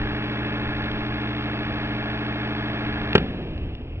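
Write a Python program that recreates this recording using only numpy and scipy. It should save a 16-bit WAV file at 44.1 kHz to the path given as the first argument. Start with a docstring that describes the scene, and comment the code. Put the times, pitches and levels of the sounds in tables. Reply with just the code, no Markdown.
"""On a lawn, an opened microwave oven runs: magnetic forces hum, the fan whirs, and the loose metal
case rattles in step with both. Thin arcs tick. A spark snaps, then a part bursts with one sharp bang
that rings the case, reflects off the house and rolls away; the power is cut and the fan coasts down.
Light wind buffets a small microphone, which the bang overloads."""
import sys
import numpy as np
from scipy import signal
from scipy.fft import rfft, irfft
from scipy.io import wavfile
from scipy.ndimage import uniform_filter1d, map_coordinates

SR = 44100
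rng = np.random.default_rng(int(sys.argv[2]) if len(sys.argv) > 2 else 0)


def wav_out(sig):
    """Save sig, one row per channel (or a flat mono array), as 16-bit PCM at SR to the path in sys.argv[1]."""
    wavfile.write(sys.argv[1], SR, np.round(np.clip(np.atleast_2d(sig).T, -1, 1) * 32767).astype(np.int16))


N = 176400
T = np.arange(N) / SR
FREQS = np.arange(N // 2 + 1) * SR / N
BANG_S, CUT_S = 3.1523, 3.16  # the part bursts; the power fails
MAINS_PULL_HZ, SHAFT_HZ, BLADE_HZ = 120, 53.35, 214.26


# Motor and transformer partials: shaft_multiple, mains_pull_multiple, level_db
HUM_PARTIALS = [(-1, 1, -40.5), (0, 1, -33.5), (1, 1, -46), (2, 1, -56), (1, 2, -37), (-1, 3, -38.5),
                (4, 1, -47.5), (2, 2, -53), (0, 3, -60), (1, 3, -44.5), (2, 4, -50), (1, 5, -50.5),
                (2, 5, -52), (0, 6, -62.5), (2, 6, -48), (0, 7, -51.5), (2, 7, -54.5), (2, 8, -52),
                (5, 7, -53.5), (3, 9, -57.5), (4, 10, -51.5), (4, 12, -53.5), (3, 13, -51.5), (4, 13, -59),
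                (4, 14, -54), (4, 16, -50.5), (6, 16, -53), (5, 17, -50), (6, 19, -50), (4, 25, -57),
                (0, 28, -55.5)]

def hum(turns, power):
    """Modulation: the turning rotor puts sidebands on the harmonics of the magnetic pull."""
    partials = 0
    for shaft_multiple, pull_multiple, db in HUM_PARTIALS:
        pull_hz = pull_multiple * MAINS_PULL_HZ
        flutter_db = 0.5 * min(pull_hz / 1500, 1) * walk(8)  # upper partials flutter most
        partials += undb(db + flutter_db) * tone(shaft_multiple * turns + pull_hz * T)
    return power * partials


# Blade-passing harmonics: harmonic_number, level_db
BLADE_HARMONICS = [(1, -35), (2, -48), (3, -53.5), (4, -51)]
# Spectrum of the rushing air: frequency_hz, density_db
AIR_SPECTRUM = [(100, -8), (300, -9.5), (500, -13.5), (750, -23), (1100, -30), (1600, -32), (2100, -29.5),
                (2700, -21.5), (3400, -30), (4000, -46), (5000, -39), (6000, -64.5)]

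def fan(speed):
    """Aerodynamic sound: periodic blade pulses make tones, turbulence a rush; both sink with speed."""
    passes = np.cumsum(BLADE_HZ * speed * (1 + 0.00195 * walk(5.17))) / SR
    blades = sum(undb(db) * tone(harmonic * passes) for harmonic, db in BLADE_HARMONICS)
    rush = undb(-39.5 + 1.2 * walk(8.6)) * noise(AIR_SPECTRUM)
    return blades * speed ** 5 + rush * speed ** 0.38


def clatter(turns):
    """Periodic excitation: a random, spectrally flat pattern of knocks repeats every four turns."""
    size = round(4 * SR / SHAFT_HZ)
    loop = irfft(np.exp(2j * np.pi * rng.random(size // 2 + 1)), size)
    return map_coordinates(loop / loop.std(), [turns / 4 * size], order=3, mode="grid-wrap")


# Modes of the loose panels: pitch_hz, bandwidth_hz, gain_db
PANEL_MODES = [(858, 6.6, -3), (1440, 63, -6), (1680, 110, -7), (2124, 19, -4), (2595, 17, -3.5),
               (3390, 20, 3.5), (4630, 68, 2.5)]

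def panels(force):
    """Resonance: sheet metal reinforces a narrow band at each of its modes."""
    response = 1 + sum(undb(db) / (1 + 2j * (FREQS - hz) / width) for hz, width, db in PANEL_MODES)
    return irfft(rfft(force) * response, N)


# Spectrum of the rattling case: frequency_hz, density_db
RATTLE_SPECTRUM = [(150, -7), (250, -12.5), (330, -2), (500, -8.5), (650, -5.5), (950, -9), (1250, -5.5),
                   (1450, -9.5), (1700, -2), (2000, -8.5), (2600, -7), (3050, -13), (3400, -11.5),
                   (4000, -17.5), (5000, -27.5), (6000, -30)]

def rattle(turns, power, drift_share=0.22, loose_share=0.39, fade_s=0.24):
    """Forced vibration: loose sheet metal chatters as shaft and mains shake it together."""
    shifting = sum(walk(4.03) * clatter(turns) for _ in range(4)) / 2
    pattern = np.sqrt(1 - drift_share) * clatter(turns) + np.sqrt(drift_share) * shifting
    pattern /= np.sqrt(uniform_filter1d(pattern ** 2, size=SR // 10))  # even out the level
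    chatter = np.sqrt(1 - loose_share) * pattern + np.sqrt(loose_share) * rng.standard_normal(N)
    shaft, mains = 2 * np.pi * turns, 2 * np.pi * MAINS_PULL_HZ * T
    magnetic_db = 1.5 * np.cos(mains) + 0.9 * np.cos(2 * mains) + 1.5 * np.cos(mains - shaft)
    shake = undb(1.5 * np.cos(shaft) + power * magnetic_db)
    coasting = undb(-4.5) * np.exp(-np.maximum(T - CUT_S, 0) / fade_s)
    drive = power + (1 - power) * coasting
    return undb(-32.5) * drive * colour(panels(chatter * shake), RATTLE_SPECTRUM)


# Modes of the enclosed air, then of the panels: pitch_hz, level_db, t60_s
CASE_MODES = [(124, -16.5, 0.056), (201, -4, 0.012), (412, -6.5, 0.03), (484, -14.5, 0.041),
              (772, -13.5, 0.01), (1380, -14.5, 0.028), (1586, -19, 0.044)]
# Spectrum of the arc's crack: frequency_hz, density_db
CRACK_SPECTRUM = [(200, -17), (700, -2), (1400, -5), (2000, 2), (3000, 3.5), (4200, -7.5), (5000, -27),
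                  (6000, -34)]

def blast(push_s=0.0044):
    """Impulse excitation: an arc sends out a shock front and a crack, and rings the case's modes."""
    age = T - BANG_S
    shock = -undb(-7) * np.exp(-((age - 0.0008) / 0.0003) ** 2)
    thump = -sum(undb(db) * burst(BANG_S, push_s, t60) * np.sin(2 * np.pi * hz * age)
                 for hz, db, t60 in CASE_MODES)
    crack = undb(-11) * burst(BANG_S, hold_s=0.0061, t60_s=0.02) * noise(CRACK_SPECTRUM)
    return shock + thump + crack


# Reflections from wall and house: delay_s, gain_db
REFLECTIONS = [(.0031, -17), (0.0265, -18)]
# Spectrum of the reverberation around the gardens: frequency_hz, density_db
ROLL_SPECTRUM = [(60, 4), (130, -1), (300, -3), (500, -13), (750, -16.5), (1000, -26.5), (1500, -35),
                 (2600, -24.5), (4000, -33.5), (5000, -47.5)]

def bang():
    """Reflection and scattering: the blast is followed by two echoes, near scatter and a long roll."""
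    direct = blast()
    dulled = butterworth(direct, "low", hz=3200, order=2)  # walls dull the echoes
    echoes = sum(undb(db) * delay(dulled, lag) for lag, db in REFLECTIONS)
    roll = undb(-25) * burst(BANG_S, hold_s=0, t60_s=2.74)
    scatter = undb(-30.5) * burst(BANG_S, hold_s=0, t60_s=0.24)
    pressure = direct + echoes + (roll + scatter) * noise(ROLL_SPECTRUM)
    return butterworth(pressure, "high", hz=95, order=2)  # the small microphone passes little deep bass


# Snaps around the bang, and thin ticks while the oven runs: start_s, level_db
SNAP_EVENTS = [(3.1300, -20), (3.1797, -18), (3.578, -39), (3.7502, -37)]
TICK_EVENTS = [(0.8204, -35), (0.8408, -38), (0.9141, -28), (1.3651, -38), (2.4502, -35), (2.5594, -41)]
# Spectrum of each: frequency_hz, density_db
SNAP_SPECTRUM = [(400, -18), (1500, -12), (2000, -8), (2450, 8), (2950, 7), (4200, -6), (5300, -18),
                 (6000, -27)]
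TICK_SPECTRUM = [(2000, -5.5), (3200, 6), (4300, -2), (5500, -13), (7500, -3), (9000, -4)]

def sparks(events, spectrum):
    """Thermal expansion: each small arc heats the air and radiates a brief pulse of noise."""
    envelope = sum(undb(db) * burst(start, hold_s=0.0018, t60_s=0.008) for start, db in events)
    return envelope * noise(spectrum)


# Strength of the gusts: time_s, relative_level_db
GUST_LEVELS = [(0.0, -27.5), (0.12, -40), (0.45, -47.5), (0.7, -32), (0.85, -41.5), (1.02, -37),
               (1.12, -39.5), (1.4, -51.5), (1.7, -40), (2.1, -44), (2.2, -47.5), (2.8, -45), (2.95, -38),
               (3.3, -36), (3.5, -35.5), (3.66, -30), (3.76, -38), (3.92, -34.5), (4.0, -33.5)]
# Spectrum of the buffeting: frequency_hz, density_db
WIND_SPECTRUM = [(10, -5.5), (30, 0.5), (65, 0.5), (110, -3.5), (200, -24.5), (500, -46.5), (1500, -80)]

def wind():
    """Turbulent pressure at the microphone: a soft, low buffeting that follows the gusts."""
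    times, levels_db = np.array(GUST_LEVELS).T
    return undb(np.interp(T, times, levels_db) + 2) * noise(WIND_SPECTRUM)


def undb(db):
    """Decibels to amplitude ratio."""
    return 10 ** (np.asarray(db) / 20)


def colour(x, spectrum):
    """Spectral shaping by (frequency_hz, relative_db) points, scaled to rms 1."""
    hz, db = np.array(spectrum, float).T
    gain = undb(np.interp(np.log(FREQS + 1), np.log(hz), db))
    bass_rolloff = np.minimum(FREQS / hz.min(), 1) ** 2
    shaped = irfft(rfft(x) * gain * bass_rolloff, N)
    return shaped / shaped.std()


def noise(spectrum):
    """Coloured Gaussian noise at rms 1."""
    return colour(rng.standard_normal(N), spectrum)


def walk(rate_hz):
    """Smooth random fluctuation with a spread near 1."""
    span = int(SR / rate_hz)
    steps = np.repeat(rng.standard_normal(N)[:N // span + 1], span)
    return 1.294 * uniform_filter1d(uniform_filter1d(steps, span), span)[:N]


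def burst(start_s, hold_s, t60_s):
    """Exponential decay after a sudden onset and a hold."""
    return (T >= start_s) * np.exp(-np.log(1000) * np.maximum(T - start_s - hold_s, 0) / t60_s)


def delay(x, seconds):
    """Circular time shift by a linear phase lag."""
    return irfft(rfft(x) * np.exp(-2j * np.pi * FREQS * seconds), N)


def tone(cycles):
    """Sinusoid at rms 1 with a random starting phase."""
    return np.sqrt(2) * np.sin(2 * np.pi * (cycles + rng.random()))


def butterworth(x, kind, hz, order):
    """Maximally flat low-pass or high-pass filter."""
    return signal.sosfilt(signal.butter(order, hz, kind, fs=SR, output="sos"), x)


def scene(power_fade_s=0.025, coast_s=1.3, left_lag_s=0.000125):
    """Superposition: the sources add and reach the left channel just after the right."""
    since_cut = np.maximum(T - CUT_S, 0)
    power = np.exp(-since_cut / power_fade_s)
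    speed = np.exp(-since_cut / coast_s)  # inertia keeps the fan turning
    turns = np.cumsum(SHAFT_HZ * speed * (1 + 0.000404 * walk(4.044))) / SR
    sound = hum(turns, power) + fan(speed) + rattle(turns, power) + bang()
    sound += sparks(SNAP_EVENTS, SNAP_SPECTRUM) + sparks(TICK_EVENTS, TICK_SPECTRUM) + wind()
    return np.array([delay(sound, left_lag_s), sound])


def record(dry, overload_level=0.86):
    """Saturation: a dull microphone flattens the bang's peaks, and some distortion fizzes on top."""
    dull = butterworth(dry, "low", hz=5700, order=10)
    flattened = np.clip(dull, -overload_level, overload_level)
    smooth = butterworth(flattened, "low", hz=5500, order=4)
    fizz = undb(-7) * butterworth(flattened - dull, "high", hz=7500, order=4)
    band_limit = signal.ellip(8, 0.2, 70, 16000, fs=SR, output="sos")
    return signal.sosfilt(band_limit, smooth + fizz)


dry = scene()
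out = record(dry)
wav_out(out)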